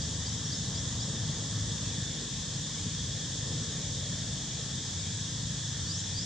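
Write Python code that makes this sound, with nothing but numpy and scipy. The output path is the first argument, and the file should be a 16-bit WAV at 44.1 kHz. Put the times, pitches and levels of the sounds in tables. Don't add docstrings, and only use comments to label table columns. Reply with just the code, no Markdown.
import sys
import numpy as np
from scipy import signal
from scipy.fft import rfft, irfft, next_fast_len
from scipy.io import wavfile
from scipy.ndimage import uniform_filter1d, map_coordinates

SR = 44100
rng = np.random.default_rng(int(sys.argv[2]) if len(sys.argv) > 2 else 0)


def log_audio(samples):
    frames = np.atleast_2d(samples).T
    limited = np.clip(frames, -1, 1)
    pcm = np.round(limited * 32767).astype(np.int16)
    wavfile.write(sys.argv[1], SR, pcm)


N = 275625
TIME = np.arange(N) / SR


def amp(db):
    return 10 ** (np.asarray(db) / 20)


def unit(x):
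    return x / np.sqrt(np.mean(x ** 2) + 1e-20)


def along(points, hz):
    f, v = np.transpose(points)
    return np.interp(np.log(hz + 1), np.log(f + 1), v)


def wobble(rate):
    knots = rng.standard_normal(int(N * rate / SR) + 4)
    return map_coordinates(knots, [TIME * rate])


def swell(peak_s, spread_s):
    return np.exp(-.5 * ((TIME - peak_s) / spread_s) ** 2)


def filtered(x, response):
    m = next_fast_len(N + SR // 2)
    return irfft(rfft(x, m) * response(np.fft.rfftfreq(m, 1 / SR)), m)[..., :N]


def resonances(modes, hz):
    return sum(amp(db) * (hz * w) ** 2 / ((c * c - hz * hz) ** 2 + (hz * w) ** 2) for c, w, db in modes)


def surround(pair, colour):
    # pitch_hz, correlation (-1 to 1)
    likeness = [(25, .5), (55, .95), (110, .995), (450, .97), (1000, .91), (2000, .84), (3700, .83),
                (4700, .68), (5600, .38), (6800, .1), (7700, -.27), (8600, -.4), (12000, -.15)]
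    # pitch_hz, left_minus_right_db
    balance = [(30, 4), (100, 1.5), (1700, 1.2), (3500, 2.5), (4600, 1.3), (5600, 0.5), (6600, -2),
               (7700, 1.5), (12000, 0.5)]

    def mid_side_gains(hz):
        turn = np.arccos(np.clip(along(likeness, hz), -1, 1)) / 2
        return colour(hz) * np.array([np.cos(turn), np.sin(turn)])

    mid, side = filtered(pair, mid_side_gains)
    stereo = np.array([mid + side, mid - side])
    return unit(filtered(stereo, lambda hz: amp(np.outer([.5, -.5], along(balance, hz)))))


def patchy(depth_db):
    z = signal.stft(rng.standard_normal((2, N)), nperseg=512)[2]
    field = rng.standard_normal(z.shape[1:])
    field = uniform_filter1d(field, size=4, axis=0)
    field = uniform_filter1d(field, size=20, axis=1)
    return signal.istft(z * amp(depth_db * unit(field)), nperseg=512)[1][:, :N]


def harmonics(hz):
    # pitch_hz, depth (share 0-1)
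    line_depth = [(3100, 0), (3400, 0.83), (3650, 0.84), (3850, 1)]
    click_hz = 96.8
    depth = np.clip(along(line_depth, hz), 0, .99)
    return np.sqrt(1 + depth * np.cos(2 * np.pi * hz / click_hz))


def cicadas():
    # centre_hz, width_hz, gain_db
    near_ring = [(3520, 570, 10), (3720, 81, -5), (3911, 52, 8)]
    # centre_hz, width_hz, gain_db
    far_ring = [(1758, 356, -5.5), (3340, 520, -1.5)]
    near = surround(patchy(depth_db=0.65), lambda hz: resonances(near_ring, hz) * harmonics(hz))
    far = surround(patchy(depth_db=1.2), lambda hz: resonances(far_ring, hz))
    return amp(-45.5) * near + amp(-49) * far


def sizzle():
    # (relative, per Hz)
    crowd_band = [(2600, -46), (3930, -40), (4060, -8), (4300, -5), (4700, -6.5), (5200, -.5), (6100, -1),
                  (6750, 1), (7300, -1.5), (7900, -6.5), (8600, -13.5), (9200, -24), (11000, -39.5),
                  (13000, -90)]
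    shrill_hz, shrill_width_hz, shrill_db, shrill_drop_db = 7740, 130, -55, 2
    whine_hz, whine_db, whine_drop_db = 7629, -64, 7
    ease_start_s, ease_length_s = 2, .5
    eased = np.clip((TIME - ease_start_s) / ease_length_s, 0, 1)

    crowd = surround(patchy(depth_db=0.76), lambda hz: amp(along(crowd_band, hz)))
    ring = [(shrill_hz, shrill_width_hz, 0)]
    shrill = surround(patchy(depth_db=3.0), lambda hz: resonances(ring, hz))
    drift = np.array([wobble(12), wobble(12)])
    whine = unit(np.sin(2 * np.pi * whine_hz * TIME + drift))

    shrill_gain = amp(shrill_db - shrill_drop_db * eased)
    whine_gain = amp(whine_db - whine_drop_db * eased)
    return amp(-39.5) * crowd + shrill_gain * shrill + whine_gain * whine


def idling_engine():
    # time_s, firing_hz
    speed = [(0, 26.3), (1.9, 26), (3.5, 26.6), (4.3, 26.85), (5.3, 27.35), (6.25, 27.9)]
    # multiple of the firing rate, level_db (before waver and fade)
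    orders = [(2, -54), (3, -53), (4, -44.5), (5, -43), (6, -43.5), (7, -50), (8, -58), (9, -57.5),
              (11, -59.5)]
    fade_db_per_s = 0.55
    phase = 2 * np.pi * np.cumsum(np.interp(TIME, *np.transpose(speed))) / SR
    idle = np.zeros(N)
    for multiple, db in orders:
        level = amp(db + 2.5 * wobble(3.02))
        idle += level * np.sin(multiple * phase + 0.53 * wobble(1.48))
    return amp(-fade_db_per_s * TIME) * idle


def background():
    # (relative, per Hz)
    rumble_band = [(20, -44), (38, -24), (55, -7), (80, -2), (120, 1.5), (170, -2), (240, -7.5), (310, -12),
                   (375, -21), (450, -15), (560, -20), (720, -25), (1100, -25), (1400, -31), (2500, -58)]
    # (relative, per Hz)
    hiss_band = [(300, -8), (1050, -3), (1350, -4), (2000, -2), (2500, -3), (5000, -5), (9000, -14),
                 (11500, -23), (12800, -31.5), (15000, -36)]
    # nearest_s, spread_s, level_db
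    vehicles = [(1.45, .66, -41), (3.55, .35, -43)]
    traffic_db, recede_db_per_s = -39.5, 0.36
    steady = amp(traffic_db - recede_db_per_s * TIME)
    passing_power = sum((amp(db) * swell(s, spread_s)) ** 2 for s, spread_s, db in vehicles)
    traffic = np.sqrt(steady ** 2 + passing_power)
    rumble = surround(patchy(depth_db=1.33), lambda hz: amp(along(rumble_band, hz)))
    hiss = surround(patchy(depth_db=2.5), lambda hz: amp(along(hiss_band, hz)))
    return traffic * rumble + amp(-53) * hiss


def breeze():
    lumps = filtered(patchy(depth_db=4), lambda hz: resonances([(35, 82, 0)], hz))
    return amp([[-63], [-68]]) * unit(lumps)


def note(t, length, hz, hoarse):
    attack_s, release_s = .005, .007
    quaver = 1 + hoarse * wobble(600)
    flutter = amp(wobble(120))
    envelope = np.clip(t / attack_s, 0, 1) * np.clip((length - t) / release_s, 0, 1)
    return envelope * flutter * np.sin(2 * np.pi * np.cumsum(hz * quaver) / SR)


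def chirps():
    # start_s, foot_s, break_s, sweep_s, from_hz (before the slide-in), foot_db, sweep_db,
    # fade_db (over the sweep), hoarse (added share of the pitch), flick (share of the sweep left to the last flick)
    calls = [(.007, .018, .013, .072, 4700, -38, -36.5, 8, .034, .55),
             (.251, .023, .016, .07, 4620, -38, -36.5, 8, .034, .65),
             (.513, .018, .006, .048, 4680, -36.5, -35.5, 10, .04, .5),
             (.742, .016, .009, .076, 4680, -40.5, -36, 8.5, .04, .5),
             (.996, .015, .006, .048, 4700, -40.5, -37, 6, .032, .45),
             (5.86, .061, .006, .083, 4400, -37, -38.8, 0, .011, .38),
             (6.128, .073, .006, .097, 4540, -36.5, -38.5, 0, .012, .3)]
    break_hz, top_hz = 4860, 7280
    slide_hz, slide_s = 220, .008
    foot_swell_db, break_dip_db = 11, 11
    flick_power = 4.6
    pure = .003
    extra_s = .003 + .007
    out = np.zeros(N)
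    for s, foot_s, break_s, sweep_s, from_hz, foot_db, sweep_db, fade_db, hoarse, flick in calls:
        t = np.maximum(TIME - s, 0)
        foot = np.clip(t / foot_s, 0, 1)
        sweep = np.clip((t - foot_s) / sweep_s, 0, 1)
        climb = (1 - flick) * sweep + flick * sweep ** flick_power
        hz = from_hz + (break_hz - from_hz) * foot + (top_hz - break_hz) * climb
        hz = hz - slide_hz * np.exp(-t / slide_s)

        past_break = (t - foot_s) / break_s
        upper = np.clip(past_break, 0, 1)
        foot_level = foot_db - foot_swell_db * (1 - foot) ** 2
        db = (1 - upper) * foot_level + upper * (sweep_db - fade_db * sweep)
        dip = np.sin(np.pi * np.clip(past_break / 2, 0, 1)) ** 2
        level = amp(db - break_dip_db * dip)
        out += level * note(t, foot_s + sweep_s + extra_s, hz, pure + hoarse * upper)
    return out


def whistles():
    # start_s, length_s, pitch_hz, level_db
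    pips = [(.447, .025, 5640, -38.5), (.494, .014, 5600, -42), (3.625, .021, 5630, -41.5),
            (3.659, .01, 5660, -45), (3.68, .013, 5630, -45)]
    half_release_s = .0035
    return sum(amp(db) * note(TIME - s, length + half_release_s, hz, .003) for s, length, hz, db in pips)


def trees(x, t60):
    t = np.arange(SR // 2) / SR
    tail = rng.standard_normal((2, len(t))) * amp(-60 * t / t60)
    return signal.fftconvolve(x[None], tail / np.linalg.norm(tail[0]), axes=1)[:, :N]


def birds():
    bounce_s, bounce_gain = .001665, .28
    bounced = filtered(chirps(), lambda hz: 1 + bounce_gain * np.exp(-2j * np.pi * hz * bounce_s))
    song = bounced + whistles()
    echo = amp(-14) * trees(song, t60=.08) + amp(-12) * trees(song, t60=.4)
    return song * amp([[0], [-1]]) + echo


def other_motors():
    # peak_s, spread_s, pitch_hz, level_db (before a 1 dB waver)
    swells = [(.27, .2, 79.8, -39.5), (3.2, .35, 91.8, -46), (3.98, .14, 92.8, -41.5),
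              (4.1, .22, 110.4, -42.5), (5.17, .26, 93.3, -41.5), (5.4, .28, 109.6, -43.5),
              (6.03, .19, 94.6, -40.5)]
    hum = np.zeros(N)
    for s, spread_s, hz, db in swells:
        level = amp(db + wobble(2.52)) * swell(s, spread_s)
        hum += level * np.sin(2 * np.pi * hz * TIME + .5 * wobble(1.75))
    return hum


def motorbike():
    nearest_s, spread_s, level_db = 1.1, .6, -41.5
    exhaust_hz, doppler_share, turn_s = 112.5, .085, .45
    hz = exhaust_hz * (1 - doppler_share * np.tanh((TIME - nearest_s) / turn_s))
    level = amp(level_db + wobble(4.4)) * swell(nearest_s, spread_s)
    return level * np.sin(2 * np.pi * np.cumsum(hz) / SR)


def engines():
    return (idling_engine() + other_motors() + motorbike()) * amp([[.8], [-.8]])


def climbing():
    loudest_s, spread_s, level_db = 3.85, 0.54, -55.5
    loudest_hz, octaves_per_s, width_hz = 499.4, .8, 260
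    hz = loudest_hz * 2 ** (octaves_per_s * (TIME - loudest_s))
    blur = filtered(rng.standard_normal((2, N)), lambda f: 1 / (1 + (2 * f / width_hz) ** 4))
    phase = 2 * np.pi * np.cumsum(hz) / SR
    drone = unit(blur[0] * np.cos(phase) + blur[1] * np.sin(phase))
    return amp(level_db) * swell(loudest_s, spread_s) * drone * amp([[.8], [-.8]])


def scene():
    return cicadas() + sizzle() + engines() + background() + breeze() + birds() + climbing()


def record(dry):
    return filtered(dry, lambda hz: hz < 15400)


dry = scene()
out = record(dry)
log_audio(out)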